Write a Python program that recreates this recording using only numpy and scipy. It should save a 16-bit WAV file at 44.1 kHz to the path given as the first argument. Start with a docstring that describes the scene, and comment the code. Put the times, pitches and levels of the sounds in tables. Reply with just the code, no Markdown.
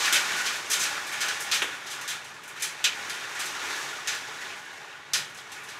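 """Hail on a sheet roof

Inside a small shelter, one mono microphone under the thin roof. Hailstones smack overhead: each sends
bending waves through the sheet, the treble first, and fainter, farther ones ring longer. Small stones
tick and ping in between, and one hard stone knocks. Behind them the countless drops of a heavy rain
merge into a drumming hiss that swells and sinks with the gusts."""
import sys
import numpy as np
from scipy import signal
from scipy.fft import rfft, irfft, next_fast_len
from scipy.io import wavfile

SR = 44100
rng = np.random.default_rng(int(sys.argv[2]) if len(sys.argv) > 2 else 0)


def persist_wave(psi):
    """Save psi, clipped to +-1, as 16-bit WAV."""
    counts = np.round(np.clip(psi, -1, 1) * 32767).astype(np.int16)
    wavfile.write(sys.argv[1], SR, np.atleast_2d(counts).T)


N = 255339
TIME = np.arange(N) / SR
USUAL_GUST_DB = -38
# the rain's registers, low to high; harder rain is brighter: (usual level [dB], gust response [dB/dB])
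THRUM, RUMBLE, ROAR = (-69.5, 0.57), (-65.5, 0.35), (-49.5, 0.78)
DRUMMING, SPRAY = (-39.5, 1), (-46, 1.48)


def hail(gain_db=-0.5, ring_hz=2100, centre_hz=4600, splash_hz=9000, spot_spread_db=0.34):
    """A stone feeds the sheet while it breaks up; then the reflections die away, the treble soonest."""
    # stones that strike one by one, large and small, with a few rebounds; sheet ring and icy splash are
    # relative to the level at centre_hz: # (time [s], level [dB], ring [dB], splash [dB], break-up [s], ping
    # pitch [Hz], ping lift [dB])
    listed_stones = [ (0, -18.5, -18, -19, 0.016, 3600, 1), (.0374, -15.5, -12.5, -22, 0.014, 2770, 7),
                     (.056, -25, -3, -8, .004, 3600, 1), (.1255, -15.5, -6.5, -6.5, 0.007, 3660, 6),
                     (.156, -14.5, -16.5, -22, 0.0032, 2380, 11.5), (.2814, -33, -4, -14, .004, 2200, 9),
                     (.365, -29.5, 1, -8, .012, 3600, -1), (.4535, -18, -11.5, -17, 0.016, 3900, 2),
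                     (.5612, -29.5, -11, -12, .004, 3600, 0), (.6995, -23, -5, -7, 0.011, 6900, 3.5),
                     (.715, -18, -15, -8.5, .004, 6600, 0), (.7325, -18, -13.5, -10.5, 0.004, 3800, 3),
                     (.7925, -19.5, -8, -11.5, 0.024, 7140, 5), (.8306, -19.5, -10, -11, .0098, 1900, 4),
                     (1.0664, -33, -10, -6.5, .008, 3600, 2), (1.119, -30.5, 0, -7.5, 0.012, 6500, -2),
                     (1.206, -17, -5.5, -14, 0.011, 2300, -3.5), (1.2835, -20, -11, -15.5, .0045, 1670, 6),
                     (1.405, -28.5, -25, -4, .005, 3200, -1), (1.5146, -12, -11, -19, 0.0067, 3700, 2),
                     (1.539, -19, -13, -11, .0072, 2400, 1), (1.864, -29, -14, -15.5, 0.0095, 3600, 1),
                     (1.901, -28.5, -18, -10, 0.022, 3300, 8), (2.012, -33, -15, -9, .004, 2700, 9),
                     (2.078, -23.5, -11, -10.5, 0.0078, 3970, 3), (2.097, -25, -7, -12.5, 0.011, 3600, 0),
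                     (2.245, -38.5, -8, -9, 0.0067, 2800, 7), (2.282, -47, -8, -12, 0.0033, 6500, -1),
                     (2.4355, -44, -1, -3.5, 0.0049, 3000, 5), (2.4785, -43, 2, -1, 0.0055, 3600, 2),
                     (2.56, -36, -0.5, -15, 0.013, 2600, 1), (2.596, -29.5, -7, -12, 0.018, 2400, 3),
                     (2.6227, -19, -11, -9.5, 0.007, 6750, 0), (2.8417, -9, -14, -18.5, 0.0063, 3280, 6.5),
                     (2.915, -35, -5, -16, .008, 2900, 10), (3.097, -30, -6, -9.5, 0.0029, 4600, 6.5),
                     (3.141, -35.5, -3, -10, 0.0076, 4500, 5), (3.348, -31.5, 1.5, -13.5, 0.0087, 3600, -6),
                     (3.393, -22.5, -5.5, -10.5, 0.011, 2000, -6), (3.4574, -26, -18, -12, .005, 3600, 1),
                     (4.074, -19, -10.5, -15.5, 0.0056, 6800, 4),
                     (4.115, -29.5, -1.5, -19, 0.0078, 1590, -2), (4.148, -31.5, -8, -12, .004, 6500, 4),
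                     (4.4055, -39, -1, -12, 0.0096, 2400, -2), (4.48, -40, -3, -15, 0.013, 3200, 10),
                     (4.885, -45.5, 2.5, -25, 0.011, 1400, 9),
                     (5.1346, -14.5, -11, -12.5, 0.0042, 5470, 3.5), (5.347, -48.5, 4, -2, 0.0035, 6500, 8),
                     (5.3715, -39, -21, -10, 0.0078, 4060, 13), (5.519, -36.5, -11, -7.5, .005, 3600, 5),
                     (5.6355, -52.5, -13, 4, 0.0065, 6500, 2), (5.686, -39, -16, -7, 0.0091, 5170, 9)]
    # tone of the hail from under the roof: (frequency [Hz], level [dB])
    colour = [(40, -47), (150, -7.5), (400, -0.5), (650, -4.5), (1000, 0), (1500, 7), (2500, 6.5),
              (4500, -5), (7000, -0.5), (8500, 3.5), (11000, -1), (13500, -8), (15500, -12)]
    # bands of the sheet that build up and decay at their own pace: (edge [Hz])
    edges = np.array([20, 90, 180, 350, 600, 900, 1300, 1800, 2400, 3100, 4000, 5000, 6200, 7600, 9500, 12000, 17000])
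    reflections = roof(impacts(per_s=22000, spread_db=1.5), colour)
    stones = list(listed_stones) + small_stones()
    times, out = TIME[::16], 0
    for low, high in zip(edges, edges[1:]):
        hz = np.sqrt(low * high)
        power = np.zeros(len(times))
        for start, db, ring_db, splash_db, break_up, ping_hz, lift_db in stones:
            sounding = (times > start) & (times < start + .5)
            age = times[sounding] - start
            colour_db = at_hz([(ring_hz, ring_db), (centre_hz, 0), (splash_hz, splash_db)], hz)
            colour_db += spot_spread_db * rng.standard_normal()  # each spot has its own tone
            ping_db = lift_db * ping_share(age, ping_hz, hz)
            envelope = stone_envelope(age, db, break_up, hz / centre_hz)
            power[sounding] += (envelope * from_db(db + colour_db + ping_db)) ** 2
        out += band(reflections, low, high) * np.sqrt(np.interp(TIME, times, power))
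    return from_db(gain_db) * out


def stone_envelope(age, db, break_up, freq_ratio, crack_t60=0.021, clean_break_s=0.0051,
                   overhead_db=-9.5, overhead_t60=0.19, far_t60=0.32, t60_s_per_db=0.5):
    """One stone in one band: a bright crack, a build-up while it breaks, then decay."""
    sharpness = min(clean_break_s / break_up, 1)  # a slow break-up softens the first contact
    crack = from_db(1.5 - 60 * age / crack_t60) * sharpness * freq_ratio ** 0.51
    build_up = 1 - np.exp(-age * freq_ratio ** 1.21 / (0.48 * break_up))  # low bending waves are slow
    # a stone right above the microphone dies quickly, a fainter and farther one rings longer
    t60 = min(overhead_t60 + t60_s_per_db * max(overhead_db - db, 0), far_t60)
    decay = from_db(-60 * np.maximum(age - break_up, 0) * freq_ratio ** 0.15 / t60)
    return np.hypot(crack, build_up * decay)


def ping_share(age, start_hz, band_hz, sink_s=0.093, half_width_octaves=0.24):
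    """How much of a stone's ping falls into one band; the pitch sinks as slower waves arrive."""
    pitch_hz = start_hz / np.sqrt(1 + age / sink_s)
    return 1 / (1 + (np.log2(band_hz / pitch_hz) / half_width_octaves) ** 2)


def small_stones(per_s=8.9, gain_db=-7, spread_db=2.5, ring_db=-3, splash_db=-7.5, break_up_s=0.004,
                 ping_hz=3000, spread_octaves=0.39, lift_db=-3, count=80):
    """Further small stones fall at random, harder in the gusts; rows like those of the listed stones."""
    times = np.cumsum(rng.exponential(1, count)) / per_s
    levels = USUAL_GUST_DB + gust_db(times) + gain_db + spread_db * rng.standard_normal(count)
    pitches = ping_hz * 2 ** (spread_octaves * rng.standard_normal(count))
    return [(start, db, ring_db, splash_db, break_up_s, hz, lift_db)
            for start, db, hz in zip(times, levels, pitches) if start < TIME[-1]]


def knock(crack_db=11, crack_hz=2700, crack_cycles=0.66, clack_rise_s=0.001, clack_t60=0.13,
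          tail_db=-12, tail_t60=0.85, thud_db=-21, thud_rise_s=0.0084, thud_t60=0.43):
    """A hard stone stays whole: a sharp crack, a short clack of the roof, a low thud and a faint tail."""
    # the stone's blow on the roof: (time [s], level [dB])
    blows = [(1.6201, -20.5)]
    # tone of the clack: (frequency [Hz], level [dB])
    colour = [(60, -46), (150, -35), (390, -0.5), (600, -7), (1200, 1), (2300, 6), (3500, 2), (4400, -13),
              (7000, -10), (11000, -14), (15500, -30)]
    sheet = roof(rng.standard_normal(N), colour)
    low_modes = rms_one(band(rng.standard_normal(N), 260, 490))
    out = np.zeros(N)
    for start, db in blows:
        age, cycles = np.clip(TIME - start, 0, 1), (TIME - start) * crack_hz
        crack = -np.cos(2 * np.pi * cycles) * np.exp(-(cycles / crack_cycles) ** 2) * from_db(crack_db)
        decay = np.hypot(from_db(-60 * age / clack_t60), from_db(tail_db - 60 * age / tail_t60))
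        clack = sheet * decay * (1 - np.exp(-age / clack_rise_s))
        thud = low_modes * from_db(thud_db - 60 * age / thud_t60) * (1 - np.exp(-age / thud_rise_s))
        out += from_db(db) * (crack + clack + thud)
    return out


def glassy_rings(t60=0.24, width_hz=380):
    """After a few of the stones, a narrow cluster of high modes rings on."""
    # thin, glassy rings: (time [s], pitch [Hz], level [dB])
    rings = [(.7, 12400, -42), (2.623, 10400, -38), (3.097, 10740, -46), (5.133, 11000, -38)]
    out = np.zeros(N)
    for start, hz, db in rings:
        modes = rms_one(band(rng.standard_normal(N), hz - width_hz / 2, hz + width_hz / 2))
        age = np.maximum(TIME - start, 0)
        out += modes * (TIME > start) * from_db(db - 60 * age / t60)
    return out


def rain():
    """Heavy rain all over the roof, in five registers; the rumble follows the gusts least."""
    # tone of the rain from under the roof: (frequency [Hz], level [dB])
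    colour = [(25, -48), (55, -20), (100, -14.5), (190, -11), (400, -3.5), (590, -9), (950, -1.5),
              (1550, 1.4), (2500, 0), (4500, -12), (7000, -15), (10000, -19.5), (15500, -33)]
    drops = patter(per_s=2000, spread_db=1.5, t60=0.12) + 0.33 * impacts(per_s=3000, spread_db=-1.0)
    sound = flicker(roof(drops, colour))
    sound *= surges(per_s=11, depth_db=0.45)  # sheets of rain within each gust
    edges_hz = [20, 115, 240, 900, 4300, 17000]
    registers = THRUM, RUMBLE, ROAR, DRUMMING, SPRAY
    return sum(rms_one(band(sound, low, high)) * register_gain(register)
               for low, high, register in zip(edges_hz, edges_hz[1:], registers))


def patter(per_s, spread_db, t60, count=8):
    """Drops land on several spots of the sheet, each with its own dense train of edge reflections."""
    age = TIME[:SR // 5]
    spots = [rng.standard_normal(len(age)) * from_db(-60 * age / t60) for _ in range(count)]
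    out = 0
    for reflections in spots:
        drops = np.pad(impacts(per_s / count, spread_db), (len(age) - 1, 0), "wrap")
        out += signal.oaconvolve(drops, reflections, "valid")
    return rms_one(out)


def flicker(x, per_s=28, depth_db=1.67, low_hz=730, high_hz=4300, count=14):
    """As the drops shift about the sheet, each of its middle resonances swells and fades on its own."""
    out, q = x, count / np.log(high_hz / low_hz)
    for hz in np.geomspace(low_hz, high_hz, count):
        ring = signal.lfilter(*signal.iirpeak(hz, q, SR), x)
        out = out + ring * (surges(per_s, depth_db) - 1)
    return out


def pellet_pings(gain_db=-9.5, per_s=90, spread_db=3, t60=0.07, low_hz=1150, high_hz=3900, count=36):
    """Small pellets each ring one spot of the sheet at its own pitch; their level follows the drumming."""
    age, out = TIME[:SR // 8], 0
    for hz in np.geomspace(low_hz, high_hz, count) * rng.uniform(1.0, 1.02, count):
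        ring = np.sin(2 * np.pi * hz * age) * from_db(-60 * age / t60)
        pellets = impacts(per_s / count, spread_db)
        out += signal.oaconvolve(pellets, ring)[:N] * np.sqrt(low_hz / hz)
    return rms_one(out) * from_db(gain_db) * register_gain(DRUMMING)


def panel_hum(hz=141, width_hz=14, level_db=-69):
    """A low resonance of the roof comes and goes, far under the drumming."""
    ring = signal.lfilter(*signal.iirpeak(hz, hz / width_hz, SR), rng.standard_normal(N))
    return from_db(level_db) * rms_one(ring * surges(per_s=4, depth_db=5))


def roof(excitation, colour):
    """The sheet above the microphone colours what strikes it and adds its resonances; unit power."""
    # resonances of the sheet, and one dip: (frequency [Hz], width [Hz], lift [dB])
    resonances = [(95, 37, 11), (148.3, 33, 14), (202.6, 17.6, 9), (442, 22, 2.7), (583, 51, 6.5),
                  (763, 55, 2), (817, 36, 4), (1206, 22, 2.5), (1457, 116, 6.5), (1769, 300, 3.5),
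                  (2217, 115, 3), (3600, 240, 3), (5600, 350, 1.5), (6460, 1470, 4.5), (9160, 490, -3.5)]
    size = next_fast_len(N)
    freqs = np.maximum(np.fft.rfftfreq(size, 1 / SR), 1)
    lift_db = sum(db / (1 + (2 * (freqs - hz) / width) ** 2) for hz, width, db in resonances)
    spectrum = rfft(excitation, size) * from_db(at_hz(colour, freqs) + lift_db)
    return rms_one(irfft(spectrum, size)[:N])


def gust_db(times):
    """How far the rain is above its usual strength at these times."""
    # strength of the downpour as gusts pass over the shelter: (time [s], level [dB])
    gusts = [(0.0, -28.5), (0.22, -31.5), (0.42, -31), (0.62, -36.5), (0.92, -33.5), (1.04, -36),
             (1.33, -34), (1.82, -41.5), (2.0, -38.5), (2.39, -45.5), (3.0, -37.5), (3.28, -38),
             (3.76, -34), (4.03, -38.5), (4.48, -39), (4.64, -43), (4.85, -43.5), (5.05, -47.5),
             (5.79, -41.5)]
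    return np.interp(times, *np.transpose(gusts)) - USUAL_GUST_DB


def register_gain(register):
    """Gain of one register of the rain as it follows the gusts."""
    level_db, response = register
    return from_db(level_db + response * gust_db(TIME))


def impacts(per_s, spread_db):
    """Random clicks of unequal size; unit power."""
    sizes = from_db(spread_db * np.minimum(rng.exponential(1, N), 4)) * rng.choice([-1, 1], N)
    return rms_one(sizes * (rng.random(N) < per_s / SR))


def surges(per_s, depth_db, count=300):
    """Quick random swells, as a gain."""
    return from_db(depth_db * np.interp(TIME * per_s, np.arange(count), rng.standard_normal(count)))


def band(x, low_hz, high_hz):
    """The part of a sound between two frequencies."""
    return signal.sosfilt(signal.butter(4, [low_hz, high_hz], "band", fs=SR, output="sos"), x)


def at_hz(points, hz):
    """Read a spectrum on a log-frequency axis."""
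    freqs, levels = np.transpose(points)
    return np.interp(np.log(hz), np.log(freqs), levels)


def from_db(db):
    """Decibels to gain."""
    return 10 ** (np.asarray(db) / 20)


def rms_one(x):
    """Scale to unit power."""
    return x / np.sqrt(np.mean(x ** 2) + 1e-20)


def scene():
    """Everything reaches one microphone under the roof, the same on both channels."""
    microphone = rain() + hail() + glassy_rings() + knock() + pellet_pings() + panel_hum()
    return np.tile(microphone, (2, 1))


def record(dry):
    """The treble is cut steeply above 15.6 kHz."""
    return signal.sosfilt(signal.ellip(12, .1, 80, 15600, fs=SR, output="sos"), dry)


dry = scene()
out = record(dry)
persist_wave(out)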